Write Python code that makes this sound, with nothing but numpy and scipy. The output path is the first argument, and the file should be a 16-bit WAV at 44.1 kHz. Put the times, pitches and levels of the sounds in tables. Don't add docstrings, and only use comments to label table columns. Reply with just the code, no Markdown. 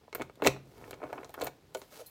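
import sys
import numpy as np
from scipy import signal
from scipy.io import wavfile
from scipy.ndimage import uniform_filter1d

SR = 44100
rng = np.random.default_rng(int(sys.argv[2]) if len(sys.argv) > 2 else 0)


def digitize_waveform(pressure):
    field = np.atleast_2d(pressure).T
    bounded = np.clip(field, -1, 1)
    quanta = np.round(bounded * 32767).astype(np.int16)
    wavfile.write(sys.argv[1], SR, quanta)


N = 92610
T = np.arange(N) / SR


def amp(db):
    return 10 ** (np.asarray(db) / 20)


def unit(x):
    return x / np.sqrt(np.mean(x ** 2) + 1e-20)


def read(points, hz):
    frequency_hz, value = np.transpose(points)
    return np.interp(np.log(hz + 0.00085), np.log(frequency_hz), value)


def level(points):
    return amp(np.interp(T, *np.transpose(points)))


def add(mix, start_s, sound):
    part = mix[max(round(start_s * SR), 0):][:len(sound)]
    part += sound[:len(part)]


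def colour(x, spectrum, scale=1, size=4096):
    hz = abs(np.fft.fftfreq(size, 1 / SR))
    log_gain = np.log(amp(read(spectrum, hz / scale)))
    response = np.exp(np.conj(signal.hilbert(log_gain)))
    taps = np.fft.ifft(response).real[:size // 2]
    return signal.fftconvolve(x, taps)[:len(x)]


def impulses(per_s, spread_db=3):
    train = (rng.random(N) < per_s / SR) * rng.choice([-1, 1], N)
    return train * amp(spread_db * np.minimum(rng.exponential(1, N), 3))


# frequency_hz, gain_db
BACKGROUND_SPECTRUM = [(20, -17.5), (50, 3), (130, 4.5), (300, -2.5), (700, -13), (1500, -13.5),
                       (4000, -14.5), (9000, -25), (16000, -26.5)]

def background(level_db=-67):
    return amp(level_db) * unit(colour(rng.standard_normal(N), BACKGROUND_SPECTRUM))


# time_s, level_db
GRIP_ENVELOPE = [(0, -84), (.14, -72), (.24, -56), (.36, -66.5), (.55, -60.5), (.7, -62.5), (.8, -58),
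                 (.95, -57.5), (1.05, -63.5), (1.2, -61.5), (1.33, -66.5), (1.48, -59.5), (1.58, -67.5),
                 (1.8, -66.5), (2.1, -72)]
# frequency_hz, gain_db
GRIP_SPECTRUM = [(25, -10.5), (55, -2.5), (100, -2.5), (135, 1), (190, -7), (260, -6.5), (380, -5),
                 (700, -17.5), (2000, -53.5)]

def grip():
    return level(GRIP_ENVELOPE) * unit(colour(rng.standard_normal(N), GRIP_SPECTRUM))


# start_s, pitch_hz, knock_db, clack_db, tick_db, sparkle_db
CONTACTS = [ (.080, 650, -49, -79, -102, -82), (.128, 500, -45, -39, -47.5, -83),
            (.149, 417, -40, -37, -48, -28), (.1525, 480, -35.5, -32, -41, -35),
            (.182, 575, -45, -59, -70, -74), (.197, 484, -38, -47, -59, -67),
            (.202, 410, -33.5, -45, -65, -80), (.211, 370, -33.5, -35, -61, -66),
            (.2195, 480, -39, -32, -41, -68), (.297, 616, -46.5, -53.5, -63, -79),
            (.356, 505, -64, -60.5, -58.5, -66), (.373, 403, -53, -85, -78, -82),
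            (.4215, 420, -25, -26.5, -52, -49), (.432, 380, -32, -55, -52, -67),
            (0.44, 406, -35, -41, -50.5, -55), (.447, 400, -39, -26.5, -36, -57),
            (.453, 514, -23, -42, -54, -54.5), (.460, 384, -23, -35, -48, -44),
            (.465, 458, -17, -23, -26.5, -37), (.4715, 291, -20, -14.5, -16, -27.5),
            (.481, 560, -26, -38, -39, -47), (.563, 670, -45.5, -53, -66, -78),
            (.841, 1200, -49, -57, -67, -78), (.878, 500, -44.5, -61, -70, -80),
            (.909, 443, -45.5, -43, -43.5, -41.5), (.930, 514, -41.5, -39.5, -63, -74),
            (.941, 513, -51, -50.5, -52.5, -72), (1.001, 720, -51, -61, -78, -80),
            (1.018, 655, -41, -53, -70, -80), (1.030, 576, -34, -44.5, -70, -80),
            (1.038, 537, -34, -46, -61, -78), (1.057, 540, -42.5, -55, -74, -80),
            (1.100, 620, -48, -55, -68, -77), (1.129, 690, -31.5, -40.5, -51.5, -52.5),
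            (1.179, 1170, -39.5, -47.5, -77, -78), (1.232, 560, -44, -44.5, -65, -68),
            (1.246, 574, -45.5, -54, -46.5, -76), (1.294, 553, -46.5, -56, -54, -55),
            (1.305, 554, -56, -70, -61, -54), (1.3395, 800, -49, -56, -66, -61),
            (1.341, 1340, -39.5, -48, -48, -42), (1.378, 670, -38.5, -65, -77, -87),
            (1.390, 640, -41, -50, -63, -60), (1.399, 646, -44, -56, -50, -58),
            (1.411, 700, -31, -44, -47, -44), (1.416, 620, -37, -40, -33.5, -43),
            (1.425, 510, -29, -62, -48, -61), (1.437, 500, -40.5, -56, -45, -41),
            (1.445, 553, -38, -47, -59, -30), (1.455, 680, -43, -57, -55, -38),
            (1.468, 606, -47, -39, -40, -39), (1.471, 700, -32.5, -37, -39.5, -59),
            (1.480, 590, -45, -45, -53, -50), (1.748, 621, -36.5, -38.5, -36.5, -45.5),
            (1.752, 557, -36.5, -46.5, -71, -60), (1.771, 498, -47, -52, -51, -58.5),
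            (1.817, 597, -47.5, -51, -47.5, -66)]
# ratio_to_pitch, gain_db
KNOCK_SPECTRUM = [(.08, -37), (.3, -21.5), (.7, -2.5), (1, 1.5), (1.5, -4.5), (2.4, -12), (6, -64)]
# frequency_hz, gain_db
CLACK_SPECTRUM = [(300, -37), (800, -5), (1150, 2.5), (1850, 2), (2300, 7), (3200, -9.5), (4200, -14.5),
                  (5200, -36), (12000, -57)]
# frequency_hz, gain_db
TICK_SPECTRUM = [(1200, -53.5), (2800, 1.5), (4200, 2.5), (5100, -3.5), (6500, -1.5), (8200, -5),
                 (10500, -12.5), (15000, -24)]
# frequency_hz, gain_db
SPARKLE_SPECTRUM = [(4000, -44), (8500, 2.5), (11000, 2.5), (13000, 10.5), (15000, 14.5), (16500, -18.5)]

def impact(spectrum, t60_s, scale=1, snap=1, snap_s=0.00029):
    t = T[:SR // 8]
    decay = amp(-60 * t / t60_s)
    onset = snap * t / snap_s * np.exp(1 - t / snap_s)
    rattle = colour(rng.standard_normal(len(t)) * (decay + onset), spectrum, scale)
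    return rattle * np.linalg.norm(decay) / np.linalg.norm(rattle)


def contacts():
    out = np.zeros(N)
    for start_s, pitch_hz, knock_db, clack_db, tick_db, sparkle_db in CONTACTS:
        knock = amp(knock_db) * impact(KNOCK_SPECTRUM, t60_s=0.047, scale=pitch_hz)
        clack = amp(clack_db) * impact(CLACK_SPECTRUM, t60_s=0.022)
        tick = amp(tick_db) * impact(TICK_SPECTRUM, t60_s=0.03, snap=1.6)
        sparkle = amp(sparkle_db) * impact(SPARKLE_SPECTRUM, t60_s=0.016, snap=3.8)
        add(out, start_s, knock + clack + tick + sparkle)
    return out


def resonate(x, hz, width_hz):
    radius = np.exp(-np.pi * width_hz / SR)
    pole = radius * np.exp(2j * np.pi * hz / SR)
    return 2 * signal.lfilter([1 - radius], [1, -pole], x).real


# frequency_hz, peak_gain_db, t60_s (before the cap on cycles)
CHEST_MODES = [(270, -5, .04), (339.7, 2, 0.033), (397, 1.5, .12), (521.5, -2, .1), (579, -4, 0.1),
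               (630, -6, .08), (708, -1.5, 0.059), (843, -4, .06), (1089, -6, 0.028), (1452, -7.5, 0.048),
               (2247, -1.5, 0.046), (2430, -7.5, .03), (4225, 1, .025), (6900, -16, .014)]

def chest(x, direct_db=-2, ring_db=-3, max_cycles=85):
    ring = np.zeros(N)
    for hz, gain_db, t60_s in CHEST_MODES:
        width_hz = np.log(1000) / np.pi / min(t60_s, max_cycles / hz)
        ring += amp(gain_db) * resonate(x, hz, width_hz)
    return amp(direct_db) * x + amp(ring_db) * ring


# start_s, length_s, level_db
GRINDS = [(0.149, 0.072, -60.5), (0.214, 0.017, -60), (0.437, 0.026, -42.5), (0.457, 0.017, -33.5),
          (1.41, 0.038, -51), (1.448, 0.038, -54)]
# frequency_hz, gain_db
GRIND_SPECTRUM = [(300, -16.5), (1000, 4), (2300, 2.5), (3200, -1.5), (5000, -9), (7000, -3), (9000, -10.5),
                  (12500, -14.5), (15500, -3), (16500, -15)]

def grinding(ramp_s=0.0044):
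    envelope = np.zeros(N)
    for start_s, length_s, level_db in GRINDS:
        inside_s = np.minimum(T - start_s, start_s + length_s - T)
        envelope += amp(level_db) * np.clip(inside_s / ramp_s + .5, 0, 1)
    return envelope * unit(colour(impulses(per_s=1400), GRIND_SPECTRUM))


# start_s, level_db
SHOVES = [(0.149, -54), (0.203, -50.5), (.235, -60), (0.422, -46), (.462, -32.5), (0.801, -56),
          (1.029, -54), (1.131, -53.5), (1.413, -50.5)]
# frequency_hz, gain_db
THUD_SPECTRUM = [(20, -33), (48, 3), (70, 0), (105, 0.5), (200, -15), (400, -31.5)]

def boom(cavity_hz=135.1, cavity_t60_s=0.48, thud_db=-4.5, thud_t60_s=0.23, rise_s=0.006):
    out, t = np.zeros(N), T[:SR * 3 // 4]
    attack = 1 - np.exp(-t / rise_s)
    cavity = np.sin(2 * np.pi * cavity_hz * t) * amp(-60 * t / cavity_t60_s)
    thud_decay = amp(thud_db - 60 * t / thud_t60_s)
    for start_s, level_db in SHOVES:
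        thud = unit(colour(rng.standard_normal(len(t)), THUD_SPECTRUM)) * thud_decay
        add(out, start_s, amp(level_db) * (cavity + thud) * attack)
    return out


# time_s, level_db
RUB_ENVELOPE = [(0, -62), (.3, -116), (.4, -54), (.68, -71.5), (.8, -57), (.92, -54.5), (.99, -63),
                (1.05, -51.5), (1.2, -49), (1.27, -60.5), (1.33, -68), (1.42, -43), (1.49, -56),
                (1.56, -72.5), (1.8, -66.5), (2.1, -86.5)]
# frequency_hz, gain_db
RUB_SPECTRUM = [(60, -19), (200, -13.5), (300, -1.5), (420, 2), (800, -3), (1400, -8.5), (2600, -22),
                (5000, -37), (16000, -58.5)]

def rubbing():
    return level(RUB_ENVELOPE) * unit(colour(impulses(per_s=420), RUB_SPECTRUM))


# time_s, level_db
RUSTLE_ENVELOPE = [(0, -83), (.6, -77), (.72, -66.5), (.87, -61.5), (.98, -74), (1.08, -67), (1.3, -68.5),
                   (1.4, -66), (1.6, -77), (1.73, -73), (1.78, -70), (1.83, -59.5), (1.87, -70.5),
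                   (1.9, -65.5), (1.93, -54.5), (2.0, -53), (2.05, -64.5), (2.1, -67.5)]
# frequency_hz, gain_db
RUSTLE_SPECTRUM = [(100, -9), (450, 10), (1200, 4.5), (2400, 0.5), (6000, -1.5), (10000, -6), (15000, -4),
                   (16500, -15)]

def rustle(grain_db=3):
    grains = amp(grain_db * unit(uniform_filter1d(rng.standard_normal(N), size=90)))
    return level(RUSTLE_ENVELOPE) * unit(colour(rng.standard_normal(N) * grains, RUSTLE_SPECTRUM))


# time_s, level_db
SHIMMER_ENVELOPE = [(1.735, -83), (1.745, -57), (1.76, -69), (1.775, -59.5), (1.795, -60.5), (1.83, -77),
                    (1.86, -79), (1.9, -82), (2.055, -83.5), (2.066, -52), (2.08, -59.5), (2.1, -74)]
# frequency_hz, gain_db
SHIMMER_SPECTRUM = [(3000, -30), (4300, -0.5), (5500, -8.5), (9000, -2.5), (10600, 4), (12400, -5),
                    (14000, 0.5), (15500, 2), (16500, -15)]

def shimmer():
    envelope = level(SHIMMER_ENVELOPE) * (T > SHIMMER_ENVELOPE[0][0])
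    return envelope * unit(colour(impulses(per_s=2500), SHIMMER_SPECTRUM))


# frequency_hz, level_db, t60_s
PANEL_MODES = [(394.5, -37.5, .15), (516.5, -34, 0.12), (629, -32, .1), (1462, -39.5, 0.038),
               (3030, -45, .03)]

def spring_back(start_s=1.7492, low_cut_hz=330):
    out, t = np.zeros(N), T[:SR // 4]
    ring = sum(amp(db - 60 * t / t60_s) * np.sin(2 * np.pi * hz * t) for hz, db, t60_s in PANEL_MODES)
    highpass = signal.butter(3, low_cut_hz, "highpass", fs=SR, output="sos")
    add(out, start_s, signal.sosfilt(highpass, ring))
    return out


# start_s, level_db
KEY_TAPS = [(1.771, -71), (1.873, -78), (2.062, -57), (2.069, -56)]
# frequency_hz, gain_db, t60_s
KEY_MODES = [(4150, 3, 0.043), (4296, -14, 0.12), (10500, -1, .08), (11283, 2.5, .2), (11800, -9.5, .1),
             (13706, 2, .25)]

def jingle():
    out, t = np.zeros(N), T[:SR // 3]
    for start_s, level_db in KEY_TAPS:
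        for hz, gain_db, t60_s in KEY_MODES:
            partial = np.sin(2 * np.pi * (hz * t + rng.random()))
            add(out, start_s, amp(level_db + gain_db - 60 * t / t60_s) * partial)
    return out


# time_s, level_db
SCRAPE_ENVELOPE = [(1.9, -79), (1.93, -58), (1.97, -67), (1.995, -49.5), (2.01, -47.5), (2.026, -51),
                   (2.045, -80)]
# frequency_hz, stage_width_hz, level_db
SCRAPE_RESONANCES = [(610, 65, -1.5), (507, 126, -2.5), (6400, 240, -15.5), (10420, 220, -17)]

def scrape():
    friction = rng.standard_normal(N)
    ring = np.zeros(N)
    for hz, width_hz, level_db in SCRAPE_RESONANCES:
        first_stage = resonate(friction, hz, width_hz)
        ring += amp(level_db) * unit(resonate(first_stage, hz, width_hz))
    return level(SCRAPE_ENVELOPE) * ring * (T > SCRAPE_ENVELOPE[0][0])


# frequency_hz, t60_s
REVERBERATION_TIMES = [(100, 0.61), (500, 0.27), (2000, 0.29), (5000, 0.26), (10000, 0.19), (16000, .19)]

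def room(x, early_db=-9, early_t60_s=0.052, echoes_per_s=1500, tail_db=-16.5, rise_s=0.0057):
    t = T[:SR * 3 // 4]
    hz, frame_s, bands = signal.stft(rng.standard_normal(len(t)), SR, nperseg=256)
    bands *= amp(-60 * frame_s / read(REVERBERATION_TIMES, hz)[:, None])
    tail = signal.istft(bands, SR, nperseg=256)[1][:len(t)]
    tail *= 1 - np.exp(-t / rise_s)
    early = rng.standard_normal(len(t)) * (rng.random(len(t)) < echoes_per_s / SR)
    early *= amp(-60 * t / early_t60_s) * (t > .002)
    response = amp(tail_db) * tail / np.linalg.norm(tail) + amp(early_db) * early / np.linalg.norm(early)
    return signal.fftconvolve(x, response)[:N]


def scene():
    direct = chest(contacts() + rubbing() + grinding())
    direct += spring_back() + rustle() + scrape() + jingle() + shimmer()
    return (direct + background() + room(direct) + boom() + grip())[None]


def record(dry, low_cut_hz=36, high_cut_hz=16400):
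    highpass = signal.butter(3, low_cut_hz, "highpass", fs=SR, output="sos")
    lowpass = signal.firwin(301, high_cut_hz, window=("kaiser", 7), fs=SR)
    return signal.oaconvolve(signal.sosfilt(highpass, dry), lowpass[None], "same")


dry = scene()
out = record(dry)
digitize_waveform(out)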